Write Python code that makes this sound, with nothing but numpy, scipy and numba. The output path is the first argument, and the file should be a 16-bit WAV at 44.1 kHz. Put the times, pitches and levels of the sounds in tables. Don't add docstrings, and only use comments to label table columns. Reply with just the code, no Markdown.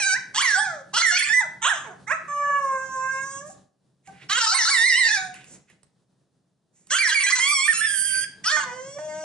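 import sys
import numpy as np
from scipy import signal
from scipy.fft import rfft, irfft
from scipy.io import wavfile
from scipy.ndimage import uniform_filter1d
from numba import njit

SR = 44100
rng = np.random.default_rng(int(sys.argv[2]) if len(sys.argv) > 2 else 0)


def log_audio(samples):
    frames = np.atleast_2d(samples).T
    limited = np.clip(frames, -1, 1)
    pcm = np.round(limited * 32767).astype(np.int16)
    wavfile.write(sys.argv[1], SR, pcm)


def gain_from_db(level_db):
    decades = np.asarray(level_db, float) / 20
    return 10 ** decades


N = 407471
TIME = np.arange(N) / SR

# (how wide the mouth opens, as treble in dB relative to the level).
CALLS = [(-.03, 0.17, 0.039, -18.5, -13.5), (0.344, 0.25, 0.22, -20, -10.5), (.935, .47, 0.058, -20, -10.5),
         (1.618, 0.057, 0.26, -18.5, -11), (2.071, 0.063, .09, -22, -25.5),
         (2.277, 1.114, 0.12, -28.5, -26.5), (4.074, 0.019, 0.04, -38.5, -48.5),
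         (4.292, 0.86, .175, -22, -4), (6.903, 1.342, 0.01707, -21, -8), (8.438, 0.13, 0.43, -23, -8),
         (8.652, 0.68, 0.059, -37.5, -16)]
# time in seconds, pitch in Hz, swell of the mouth tone in dB.
HOWL_LINE = [(2.269, 578, -2), (2.418, 578.5, 4.5), (2.574, 567.5, 10.5), (2.62, 553, 2.5),
             (2.749, 528.8, 2.5), (2.948, 525.3, -4.5), (3.05, 525.2, 3), (3.39, 553, -12.5),
             (3.488, 617, 6.5)]
# time in seconds, centre of the shaded band in Hz, its width in Hz,
# jaw opening as a share of the usual, treble in dB.
HEAD_POSTURE = [(0, 3420, 500, 1.174, -2.5), (.3, 3060, 907, 0.71, 9.5), (.36, 3990, 301.8, 1.08, -0.5),
                (.55, 2986, 386.5, 1.084, -2.5), (.9, 2876, 500, 0.34, 8), (.95, 3710, 303.5, 0.85, -0.5),
                (1.14, 3896, 500, 1.52, 3), (1.25, 3735, 910, 1.3, -4.5), (1.45, 4336, 907, 0.92, 1.5),
                (1.65, 4484, 980, 0.96, -1), (2.1, 4432, 1395, 0.98, -1.5), (2.5, 4420, 1500, 0.95, 2.5),
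                (2.9, 3980, 1203, 0.82, 3), (3.2, 4150, 1150, 1.215, 6), (3.45, 4240, 998, 1.27, 7.5),
                (4.3, 3537, 304, 1.24, -3.5), (4.62, 3248, 400, 0.9, 2.5), (5.0, 3333, 500, 1.334, -3.5),
                (5.3, 3060, 404.3, 0.79, 3.5), (6.9, 3760, 299, 1.12, 6.5), (7.0, 3664, 500, 0.9, -4),
                (7.35, 3630, 500, 1.34, 2.5), (7.5, 3695, 500, 0.99, 2), (8.3, 3940, 500, 1.035, -5.5),
                (8.45, 3817, 397.5, 1.06, -3), (8.56, 4020, 405, 1.1, 0.5), (8.66, 3910, 500, 0.91, -0.5),
                (9.24, 3980, 500, 0.88, 5.5)]


def along(table):
    s, *columns = np.transpose(table)
    return [np.interp(TIME, s, c) for c in columns]


def window(t0, t1, fade):
    return np.clip(np.minimum(TIME - t0, t1 - TIME + fade) / fade, 0, 1) ** 2


def even(x, span=0.018):
    power = uniform_filter1d(uniform_filter1d(x ** 2, int(span * SR)), int(span * SR))
    return x / np.sqrt(power + 1e-12)


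def walk(rate):
    k = int(SR / rate)
    steps = np.repeat(rng.standard_normal(N // k + 1), k)
    return 1.5 * uniform_filter1d(uniform_filter1d(steps, k), k)[:N]


def butter(x, order, hz, kind="low"):
    return signal.sosfilt(signal.butter(order, hz, kind, fs=SR, output="sos"), x)


def shape(x, table, lag_s=0):
    hz, db = np.transpose(table)
    f = np.fft.rfftfreq(N, 1 / SR)
    gain = gain_from_db(np.interp(np.log(f + 1), np.log(hz), db))
    return irfft(rfft(x) * gain * np.exp(-2j * np.pi * f * lag_s), N)


@njit
def svf(x, hz, width):
    y, b, l = np.empty(len(x)), 0., 0.
    for i in range(len(x)):
        g, k = np.tan(np.pi * hz[i] / SR), width[i] / hz[i]
        v = (b + g * (x[i] - l)) / (1 + g * (g + k))
        b, l, y[i] = 2 * v - b, l + 2 * g * v, k * v
    return y


def ring(x, hz, width):
    hz, width = hz * np.ones(N), width * np.ones(N)
    return svf(svf(x, hz, width), hz, width)


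def envelope():
    attack_s, attack_db, release_db = 0.026, -5.5, -26
    onset_bright_db, onset_bright_s, release_dull_db = 5, 0.18, -12
    level_db, gape_db, sounding = np.full(N, -60.), np.zeros(N), np.zeros(N)
    for s, hold, release, db, gape in CALLS:
        now = TIME >= s - .01
        age = TIME[now] - s
        fading = np.clip((age - hold) / release, 0, 1)
        level_db[now] = db + attack_db * np.clip(1 - age / attack_s, 0, 1) + release_db * fading
        brightness_db = onset_bright_db * np.exp(-age / onset_bright_s)
        gape_db[now] = gape + brightness_db + release_dull_db * np.sqrt(fading)
        sounding += window(s - .007, s + hold + release, .014)
    return level_db, gape_db, np.minimum(sounding, 1)


def melody():
    # start in seconds, first pitch in Hz, last pitch in Hz, roughness 0-1, odd harmonics in dB.
    short_notes = [(.345, 410.2, 1052, 0.41, -0.5), (.425, 1229, 762, 0.2, -9.5), (.55, 737, 880, 0.14, -3),
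                   (.605, 859.4, 864, 0.11, -8.5), (.645, 858, 534, 0.03, 1.5),
                   (.935, 389.6, 497, 0.27, 9.5), (.975, 689.6, 734, 0.46, -6.5),
                   (1.02, 1157, 830.5, 0.12, -29.5), (1.112, 707, 765, 0.1, -1), (1.168, 805, 875, 0.4, -3),
                   (1.183, 1050, 1173, 0.35, -9), (1.206, 919, 874, 0.2, -22),
                   (1.222, 1040, 1190, 0.25, -8.5), (1.243, 590.6, 604.2, .4, -4.5),
                   (1.291, 854, 934, 0.03, -10.5), (1.335, 995.3, 1025, .06, -16),
                   (1.405, 1001, 603.5, 0.11, 3), (1.613, 440, 986, 0.24, -3.5), (1.7, 961, 744, .15, -10.5),
                   (1.735, 702, 553, 0.48, -1.5), (1.85, 546, 329.7, 0.33, -6.5),
                   (2.07, 389.7, 655, 0.21, 2.5), (2.128, 661, 640, 0.06, -10),
                   (4.074, 786.1, 772, 0.24, 7.5), (4.295, 374.9, 544.2, 0.26, 1.5),
                   (4.389, 500, 441.5, 0.28, -0.5), (4.463, 649.6, 814, 0.14, -5.5),
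                   (4.542, 1088, 1106, 0.27, -17.5), (4.583, 1084, 897, 0.14, -5.5),
                   (4.625, 862.5, 953, 0.14, -9.5), (4.652, 659.8, 885.6, .25, -7.5),
                   (5.072, 932.6, 817.2, 0.19, -8.5), (5.099, 850, 920.7, 0.024, -4.5),
                   (5.132, 909.2, 790, 0.075, 4), (5.17, 774.3, 734.9, 0.089, 13.5),
                   (6.906, 500, 803.6, 0.22, -5), (6.962, 770, 791.5, 0.37, -14.5),
                   (6.985, 1152, 1209, 0.1, -35), (7.018, 1203, 832.4, 0.18, -40.5),
                   (7.077, 1160, 922, 0.52, -8), (7.113, 781.3, 828, 0.38, -28.5),
                   (7.144, 1227, 1071, 0.018, -28.5), (7.198, 1160, 1166, 0.27, -10.5),
                   (7.235, 988, 996.4, 0.081, -26), (7.263, 811, 832.6, 0.17, -7.5),
                   (7.29, 854, 1089, 0.44, -4.5), (7.302, 521.7, 703.8, 0.35, -10.5),
                   (7.322, 1051, 983.3, 0.077, -41), (7.352, 500, 500, .4, -11),
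                   (8.439, 388.4, 610.4, 0.24, 5.5), (8.524, 610, 610, 0.038, 9),
                   (8.566, 302.7, 298.4, 0.034, 4.5), (8.6, 596.6, 517, .2, -2)]
    # time in seconds, pitch in Hz, swell of the mouth tone in dB.
    opening_line = [(0, 850, -6.5), (.04, 763, -7), (.07, 803, -6), (.1, 743.4, -5), (.14, 770, -3),
                    (.175, 1055, 9.5)]
    yip_line = [
        (3.497, 773, 12.5),
        (3.569, 743.8, -26),
    ]
    warble_line = [(4.701, 1090, -9), (4.723, 1134, 2), (4.78, 905, 2), (4.83, 930, 4.2), (4.875, 1075, 3),
                   (4.937, 915, 2.5), (4.995, 1070, 4.5), (5.047, 905, 1.5), (5.069, 937.7, 5)]
    squeal_line = [(7.396, 1010, -3), (7.45, 1094, 1), (7.523, 1191, -2.7), (7.562, 1100, -5.5),
                   (7.602, 1072, -4), (7.678, 1219, -4)]
    squeak_line = [(7.679, 1829, 6.5), (7.704, 1788, 7.5), (7.725, 1765, -8.5), (7.73, 1309, -4.5),
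                   (7.803, 1377, -8)]
    whistle_line = [(7.808, 1702, -0.5), (7.851, 1821, 5.5), (7.89, 1619, -11), (7.93, 1623, -9),
                    (7.99, 1537, -13), (8.069, 1606, -12.5), (8.152, 1545, -5), (8.222, 1575, -12),
                    (8.267, 1698, -1)]
    moan_line = [(8.649, 517, 0), (8.7, 487.8, -0.5), (8.802, 516, -4), (8.942, 569.4, -10),
                 (8.978, 577.6, 6.5)]
    groan_line = [(8.985, 303.4, 0.6), (9.118, 306.2, 0.16), (9.199, 312, 0.45), (9.24, 309, -0.77)]
    # roughness 0-1, odd harmonics in dB, mouth resonance as a share of the usual.
    held_voicing = [
        (.08, 3, 1.1),
        (0.05, 4, 0.84),
        (.06, 1, 0.36),
        (0.09, -7, 1.046),
        (0.09, 4.5, 1.158),
        (.14, 1, 0.91),
        (.09, 1.5, 0.9),
        (.05, -5, 0.57),
        (.06, 2, 0.58),
    ]
    rise_bend, fall_bend = 2.3, .62
    low_start_hz, low_bend, leap_ratio = 530, 1.3, 1.9
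    lines = [opening_line, HOWL_LINE, yip_line, warble_line, squeal_line, squeak_line,
             whistle_line, moan_line, groan_line]
    held = [(c[0][0], c[0][1], c[-1][1], *v) for c, v in zip(lines, held_voicing)]
    short = [(*n, 1) for n in short_notes]
    start, hz0, hz1, *voicing = np.transpose(sorted(short + held))

    stops = np.sort([s + hold + release for s, hold, release, *_ in CALLS] + [10])
    end = np.minimum(np.append(start[1:], 10), stops[np.searchsorted(stops, start)])
    k = np.clip(np.searchsorted(start, TIME) - 1, 0, None)
    done = np.clip((TIME - start[k]) / (end[k] - start[k]), 0, 1)
    even_climb = (hz0 < low_start_hz) & (hz1 < leap_ratio * hz0)
    bend = np.where(hz1 > hz0, np.where(even_climb, low_bend, rise_bend), fall_bend)
    hz = hz0[k] + (hz1 - hz0)[k] * done ** bend[k]
    swell_db = np.zeros(N)
    for line in lines:
        now = (TIME >= line[0][0]) & (TIME < line[-1][0] + .004)
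        hz[now], swell_db[now] = (uniform_filter1d(c, 600)[now] for c in along(line))
    columns = (swell_db, *(v[k] for v in voicing))
    return uniform_filter1d(hz, 100), *(uniform_filter1d(c, 500) for c in columns)


def folds(hz, rough, odd_db):
    thin_db = -23
    breakup_hz, breakup_rad = 4000, 2.6
    jitter = 0.002 * walk(60) + rough * (.05 * walk(90) + .025 * walk(300))
    phase = 2 * np.pi * np.cumsum(hz * (1 + jitter)) / SR
    drift = [walk(35) for _ in range(9)]
    stray = [walk(150) for _ in range(7)]
    unsteady = np.clip(10 * rough, .2, 1)
    astray = breakup_rad * np.clip(10 * rough - .3, 0, 1)
    thin = np.clip((hz - 1400) / 100, 0, 1)
    tone = np.zeros(N)
    for k in range(1, 36):
        size_db = odd_db * (k % 2) + thin_db * (k > 3) * thin + 6.0 * unsteady * drift[k % 9]
        size = gain_from_db(size_db) * np.clip((11500 - k * hz) / 300, 0, 1)
        slip = astray * np.clip(k * hz / breakup_hz - .8, 0, 1) * stray[k % 7]
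        tone += size * np.cos(k * phase + 0.36 * k * k + slip)
    tone = even(tone) * gain_from_db(8.7 * rough * walk(120))

    air = rng.standard_normal(N) * (1 + 0.54 * np.cos(phase))
    air = butter(air, 6, 1000, "high")
    flap_hz = 380 * (1 + 0.25 * walk(12) + 0.0499 * walk(120))
    flap = np.cos(2 * np.pi * np.cumsum(flap_hz) / SR)
    return tone, np.clip(4 * rough, 0, 1.5) * flap, (rough + 0.86 * thin) * air


def stress():
    # start in seconds, mouth in dB, throat in dB.
    push_steps = [(0, 1.5, -1), (.345, -1.5, 0), (.425, 0.5, -7), (.55, 0.5, 0), (.935, 0, 2),
                  (1.02, 0.5, -7), (1.115, 0, 4), (1.183, -0.5, -1.5), (1.243, -4.5, -3), (1.291, 1.5, 0),
                  (1.613, -4, -4.5), (1.645, 0, 2.5), (1.699, 2.5, -3.5), (1.735, -5.5, -1), (1.85, 2, -5),
                  (2.07, -2.5, -6), (2.105, 3.5, 1), (2.14, -5.5, -6), (2.27, -1, -4.5), (2.95, 0, -1),
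                  (4.29, 1, -1.5), (4.389, -1, -2.5), (4.463, -1.5, -0.5), (4.543, 0, -2), (4.625, -7, -1),
                  (4.652, -0.5, 1), (4.7, -0.5, 0), (5.07, 0.5, -1), (6.9, -0.5, 0), (6.985, 1, -2),
                  (7.018, 2, -7), (7.076, 0.5, 1.5), (7.144, 1.5, -3.5), (7.198, -2.5, -0.5), (7.234, 0, 1),
                  (7.302, -6, -1.5), (7.321, 2, -4.5), (7.353, -6.5, -3), (7.395, 1, 1), (7.68, -1.5, 0.5),
                  (7.89, -0.5, 1.5), (8.431, -6, -6), (8.46, 0, 3), (8.524, 1.5, -5), (8.566, 1.5, -5),
                  (8.6, -4.5, -2.5), (8.65, 2.5, -3.5)]
    s, *columns = np.transpose(push_steps)
    k = np.clip(np.searchsorted(s, TIME) - 1, 0, None)
    return [uniform_filter1d(c[k], 500) for c in columns]


def mouth_tone(source, hz, rough, share, opening):
    base_hz, follows, open_mouth_hz = 500, 1.29, 1360
    width_share, rough_widens = 0.59, 1.2
    lips_hz, lips_width_hz, lips_db = 1710, 920, -22
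    mouth_hz = np.maximum(base_hz + follows * uniform_filter1d(hz, 2000), open_mouth_hz)
    mouth_hz = np.clip(share * mouth_hz, 700, 3200)
    mouth_hz = np.maximum(650 + opening * (mouth_hz - 650), hz)
    width = width_share * (1 + rough_widens * rough) * np.minimum(share, 1) * mouth_hz
    howling = window(HOWL_LINE[0][0], HOWL_LINE[-1][0], 0.037)
    lips = gain_from_db(lips_db - 14 * howling) * ring(source, lips_hz, lips_width_hz)
    return even(butter(ring(source, mouth_hz, width) - lips, 4, 2700))


def throat_tone(hoarse, raised):
    # centre in Hz, width in Hz, level in dB.
    throat_bands = [
        (3094, 1300, 16.5),
        (4294, 2600, 13.5),
    ]
    lower, upper = (gain_from_db(db) * ring(hoarse, f, w) for f, w, db in throat_bands)
    return even(lower - upper * gain_from_db(-22 * raised))


def edge_tone(hoarse, hz):
    # centre in Hz, width in Hz, level in dB.
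    edge_bands = [
        (6255, 1910, 18),
        (8090, 1900, 4.5),
        (11100, 3900, -24),
    ]
    teeth_hz, teeth_width_hz, teeth_db, teeth_db_per_octave = 8790, 1200, 27.5, 23.5
    edge = sum((-1) ** k * gain_from_db(db) * ring(hoarse, f, w) for k, (f, w, db) in enumerate(edge_bands))
    teeth_gain = gain_from_db(teeth_db + teeth_db_per_octave * np.log2(hz / 1500))
    edge = edge + teeth_gain * ring(hoarse, teeth_hz, teeth_width_hz)
    return even(butter(edge, 4, 5200, "high"))


def voice():
    muzzle_up_s, muzzle_down_s, muzzle_db = 1.56, 3.6, 0.5
    rough_mouth_db, rough_throat_db, rough_edge_db = -10, 10, 7.5
    high_note_db = -26
    edge_base_db, edge_gape = -5, 0.63
    edge_against_swell = 0.31
    hz, swell_db, rough, odd_db, mouth_share = melody()
    jaw, treble_db = along(HEAD_POSTURE)[2:]
    mouth_share = mouth_share * np.clip(jaw, .5, 2)
    level_db, gape_db, sounding = envelope()
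    push_db, squeeze_db = stress()
    tone, flap, air = folds(hz, rough, odd_db)
    source = tone * (1 + 0.25 * flap) + 0.2 * air
    hoarse = tone * (1 + flap) + 0.3 * air

    mouth_db = swell_db + rough_mouth_db * rough
    opening = np.clip((level_db + mouth_db + 45.5) / 12, 0, 1)
    raised = window(muzzle_up_s, muzzle_down_s, 0.036)
    mouth = mouth_tone(source, hz, rough, mouth_share, opening)
    throat = throat_tone(hoarse, raised)
    edge = edge_tone(hoarse, hz)

    throat_db = gape_db + squeeze_db + rough_throat_db * rough
    throat_db = throat_db + muzzle_db * raised * (TIME > HOWL_LINE[0][0])
    throat_db = throat_db + high_note_db * np.log2(np.maximum(hz / 1200, 1))
    edge_db = edge_base_db + treble_db + edge_gape * gape_db + rough_edge_db * rough
    edge_db = edge_db - edge_against_swell * swell_db
    call = gain_from_db(mouth_db + push_db) * mouth - gain_from_db(throat_db) * throat + gain_from_db(edge_db) * edge
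    return sounding * gain_from_db(level_db) * call + nose(hz)


def shade(x):
    notch_hz, notch_width_hz, notch_depth = 2716, 73, 0.45
    hz, width = along(HEAD_POSTURE)[:2]
    for _ in range(2):
        x = x - svf(x, hz, width)
    return x - notch_depth * ring(x, notch_hz, notch_width_hz)


def loudness(x, fall_s):
    keep = np.exp(-1 / (fall_s * SR))
    return 10 * np.log10(signal.lfilter([1 - keep], [1, -keep], x ** 2) + 1e-12)


def gate(puppy):
    # start in seconds, length in seconds, level in dB.
    clamps = [
        (4.5, .2, -8),
        (6.937, .2, -24),
        (7.242, 0.077, -12),
        (8.444, .06, -6),
    ]
    shut_db, open_db = -69.5, -54.5
    gate_db, knee_db, hold_s = -68, 16.5, 0.033
    duck_from_db, duck_slope, duck_s = -28.5, 1.7, 0.038
    opened = np.clip((loudness(puppy, hold_s) - gate_db) / knee_db, 0, 1)
    bright = loudness(butter(puppy, 2, 2600, "high"), duck_s)
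    clamp_db = sum(db * window(s, s + length, .03) for s, length, db in clamps)
    duck_db = clamp_db - duck_slope * np.maximum(bright - duck_from_db, 0)
    return shut_db + (open_db - shut_db) * opened, duck_db


def hum(level_db, duck_db):
    # frequency in Hz, level in dB per Hz.
    rumble_colour = [(15, -59), (25, -32), (91, -14), (129, -7.5), (214, -12), (249, -10), (519, -16.5),
                     (1230, -27), (1840, -30), (2140, -37), (3820, -31), (10500, -35.5), (13600, -77.5),
                     (22000, -120)]
    # frequency in Hz, level in dB.
    boom_lines = [
        (133, 0),
        (160, -3),
        (188, -0.5),
    ]
    upper_hz, upper_duck = 230, 0.55
    mid, side = (shape(rng.standard_normal(N), rumble_colour) for _ in range(2))
    boom = sum(gain_from_db(db) * ring(rng.standard_normal(N), hz, 26) for hz, db in boom_lines)
    mid = mid / mid.std() + boom / boom.std()
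    both = mid + 0.45 * side / side.std() * np.array([[1], [-1]])
    upper = signal.sosfiltfilt(signal.butter(2, upper_hz, "high", fs=SR, output="sos"), both)
    gain = gain_from_db(level_db + duck_db + 1.6 * walk(21) - 4.0)
    return gain * (both - (1 - gain_from_db(upper_duck * duck_db)) * upper)


@njit
def walls(x, lags, gain, damp):
    line, soft, out = np.zeros((8, 4096)), np.zeros(8), np.zeros((2, len(x)))
    for i in range(len(x)):
        total = 0.
        for k in range(8):
            soft[k] += (1 - damp) * (gain[k] * line[k, (i - lags[k]) & 4095] - soft[k])
            total += soft[k]
            out[k % 2, i] += soft[k]
        for k in range(8):
            line[k, i & 4095] = x[i] + soft[k] - total / 4
    return out


def room(puppy):
    t60_s, damp, room_db = 0.43, 0.29, -11.5
    lags = rng.integers(500, 2400, 8)
    return gain_from_db(room_db) * walls(puppy + 1e-18, lags, gain_from_db(-60 * lags / SR / t60_s), damp)


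def two_ports(puppy):
    # time in seconds, lean to the left in steps of 0.056 dB (left minus right).
    head_turn = [(0.0, -10), (1.83, -14.5), (2.44, 21.5), (3.27, -15), (3.57, -19), (4.89, -6.5),
                 (6.56, 3.5), (6.77, -1.5), (8.0, -31), (8.16, -44), (9.24, 14)]
    # frequency in Hz, difference in dB.
    port_colour = [(60, -5), (110, 7), (190, 3.5), (330, -1.5), (590, -2.5), (1050, -5), (1850, -9),
                   (3280, -3), (5810, 6), (6700, -2), (7500, -10), (8400, -12), (10300, -17.5)]
    lag_s = 4.5e-5
    half = np.array(port_colour) * [1, .5]
    pan_db = 0.056 * (along(head_turn)[0] + 4)
    left = shape(puppy * gain_from_db(pan_db / 2), half)
    right = shape(puppy * gain_from_db(-pan_db / 2), half * [1, -1], lag_s)
    return np.array([left, right])


def early_echoes(near):
    # delay in milliseconds, left in dB, right in dB.
    echoes = [
        (1.1, -19, -30.5),
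        (2.3, -11, -20.5),
        (3.7, -15, -37.5),
        (6.1, -27.5, -27),
        (9.4, -12, -10.5),
    ]
    return sum((-1) ** k * gain_from_db(np.array([db]).T) * np.roll(near, int(ms * SR / 1000), axis=1)
               for k, (ms, *db) in enumerate(echoes))


def pants():
    # start in seconds, length in seconds, first level in dB, last level in dB,
    # high hiss in dB relative to the low.
    breaths = [
        (3.432, 0.093, -64.5, -68, 18),
        (4.021, 0.054, -67.5, -59.5, 1),
        (4.077, 0.1594, -73, -50.5, -17.5),
        (5.313, 0.19, -45, -66.5, -7.5),
        (5.434, 0.12, -64, -64, 12.5),
        (5.667, 0.054, -41.5, -62, -9.5),
        (6.715, 0.2, -72, -84.5, 11.5),
        (6.866, 0.033, -70.5, -53, 0),
    ]
    # time in seconds, level in dB, frequency in Hz.
    ticks = [
        (4.0739, -41, 2196),
        (5.3415, -34, 2650),
        (5.443, -39.5, 2640),
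        (5.7, -48, 2150),
        (5.8311, -46, 8230),
        (6.8701, -43, 8160),
    ]
    low = even(ring(rng.standard_normal(N), 2160, 1800), 0.058) * gain_from_db(2.0 * walk(37))
    high = even(ring(rng.standard_normal(N), 7000, 2700), .05) * gain_from_db(2.0 * walk(48))
    out = np.zeros(N)
    for s, length, db0, db1, hiss_db in breaths:
        level = gain_from_db(np.interp(TIME, [s, s + length], [db0, db1]))
        out += window(s, s + length, 0.046) * level * (low + gain_from_db(hiss_db) * high)
    t = np.arange(900) / SR
    for s, db, hz in ticks:
        tick = rng.standard_normal(900) + np.sin(2 * np.pi * hz * t)
        out[int(s * SR):int(s * SR) + 900] += gain_from_db(db - 3) * tick * np.exp(-t / 0.003)
    return out


def nose(hz):
    # time in seconds, frequency in Hz, level in dB.
    nose_line = [(7.861, 9500, -45), (7.879, 9730, -44.5), (7.988, 10080, -27.5), (8.076, 9680, -30.5),
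                 (8.135, 9960, -31), (8.197, 9880, -30), (8.24, 9680, -46)]
    sideband_db = -5
    nose_hz, db = along(nose_line)
    upper, lower = (np.sin(2 * np.pi * np.cumsum(f + 25 * walk(80)) / SR) for f in (nose_hz, nose_hz - hz))
    whistle = upper + gain_from_db(sideband_db + 4.0 * walk(25)) * lower
    return window(nose_line[0][0], nose_line[-1][0], .02) * gain_from_db(db) * whistle


def scene():
    puppy = shade(voice()) + pants()
    near = two_ports(puppy)
    return gain_from_db(-1.0) * (near + early_echoes(near)) + room(puppy) + hum(*gate(puppy))


def suppress(x):
    around_hz, threshold_db, floor_db, from_hz = 2000, -19, -18, 240
    slope = 2.2
    hz, _, z = signal.stft(x, SR, nperseg=1024, noverlap=768)
    power = uniform_filter1d(uniform_filter1d(abs(z) ** 2, size=3, axis=1), size=7, axis=2)
    power = power.mean(axis=0) + 1e-14
    around = uniform_filter1d(power, int(around_hz / hz[1]), axis=0)
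    cut_db = np.clip(slope * (10 * np.log10(power / around) - threshold_db), floor_db, 0)
    cut_db = cut_db * (hz[:, None] > from_hz)
    return signal.istft(z * gain_from_db(cut_db), SR, nperseg=1024, noverlap=768)[1][:, :N]


def band_limit(x):
    return signal.sosfilt(signal.butter(12, 10900, fs=SR, output="sos"), x)


def record(dry):
    top_cut = signal.ellip(10, .2, 90, 10800, fs=SR, output="sos")
    return band_limit(signal.sosfilt(top_cut, suppress(dry)))


dry = scene()
out = record(dry)
log_audio(out)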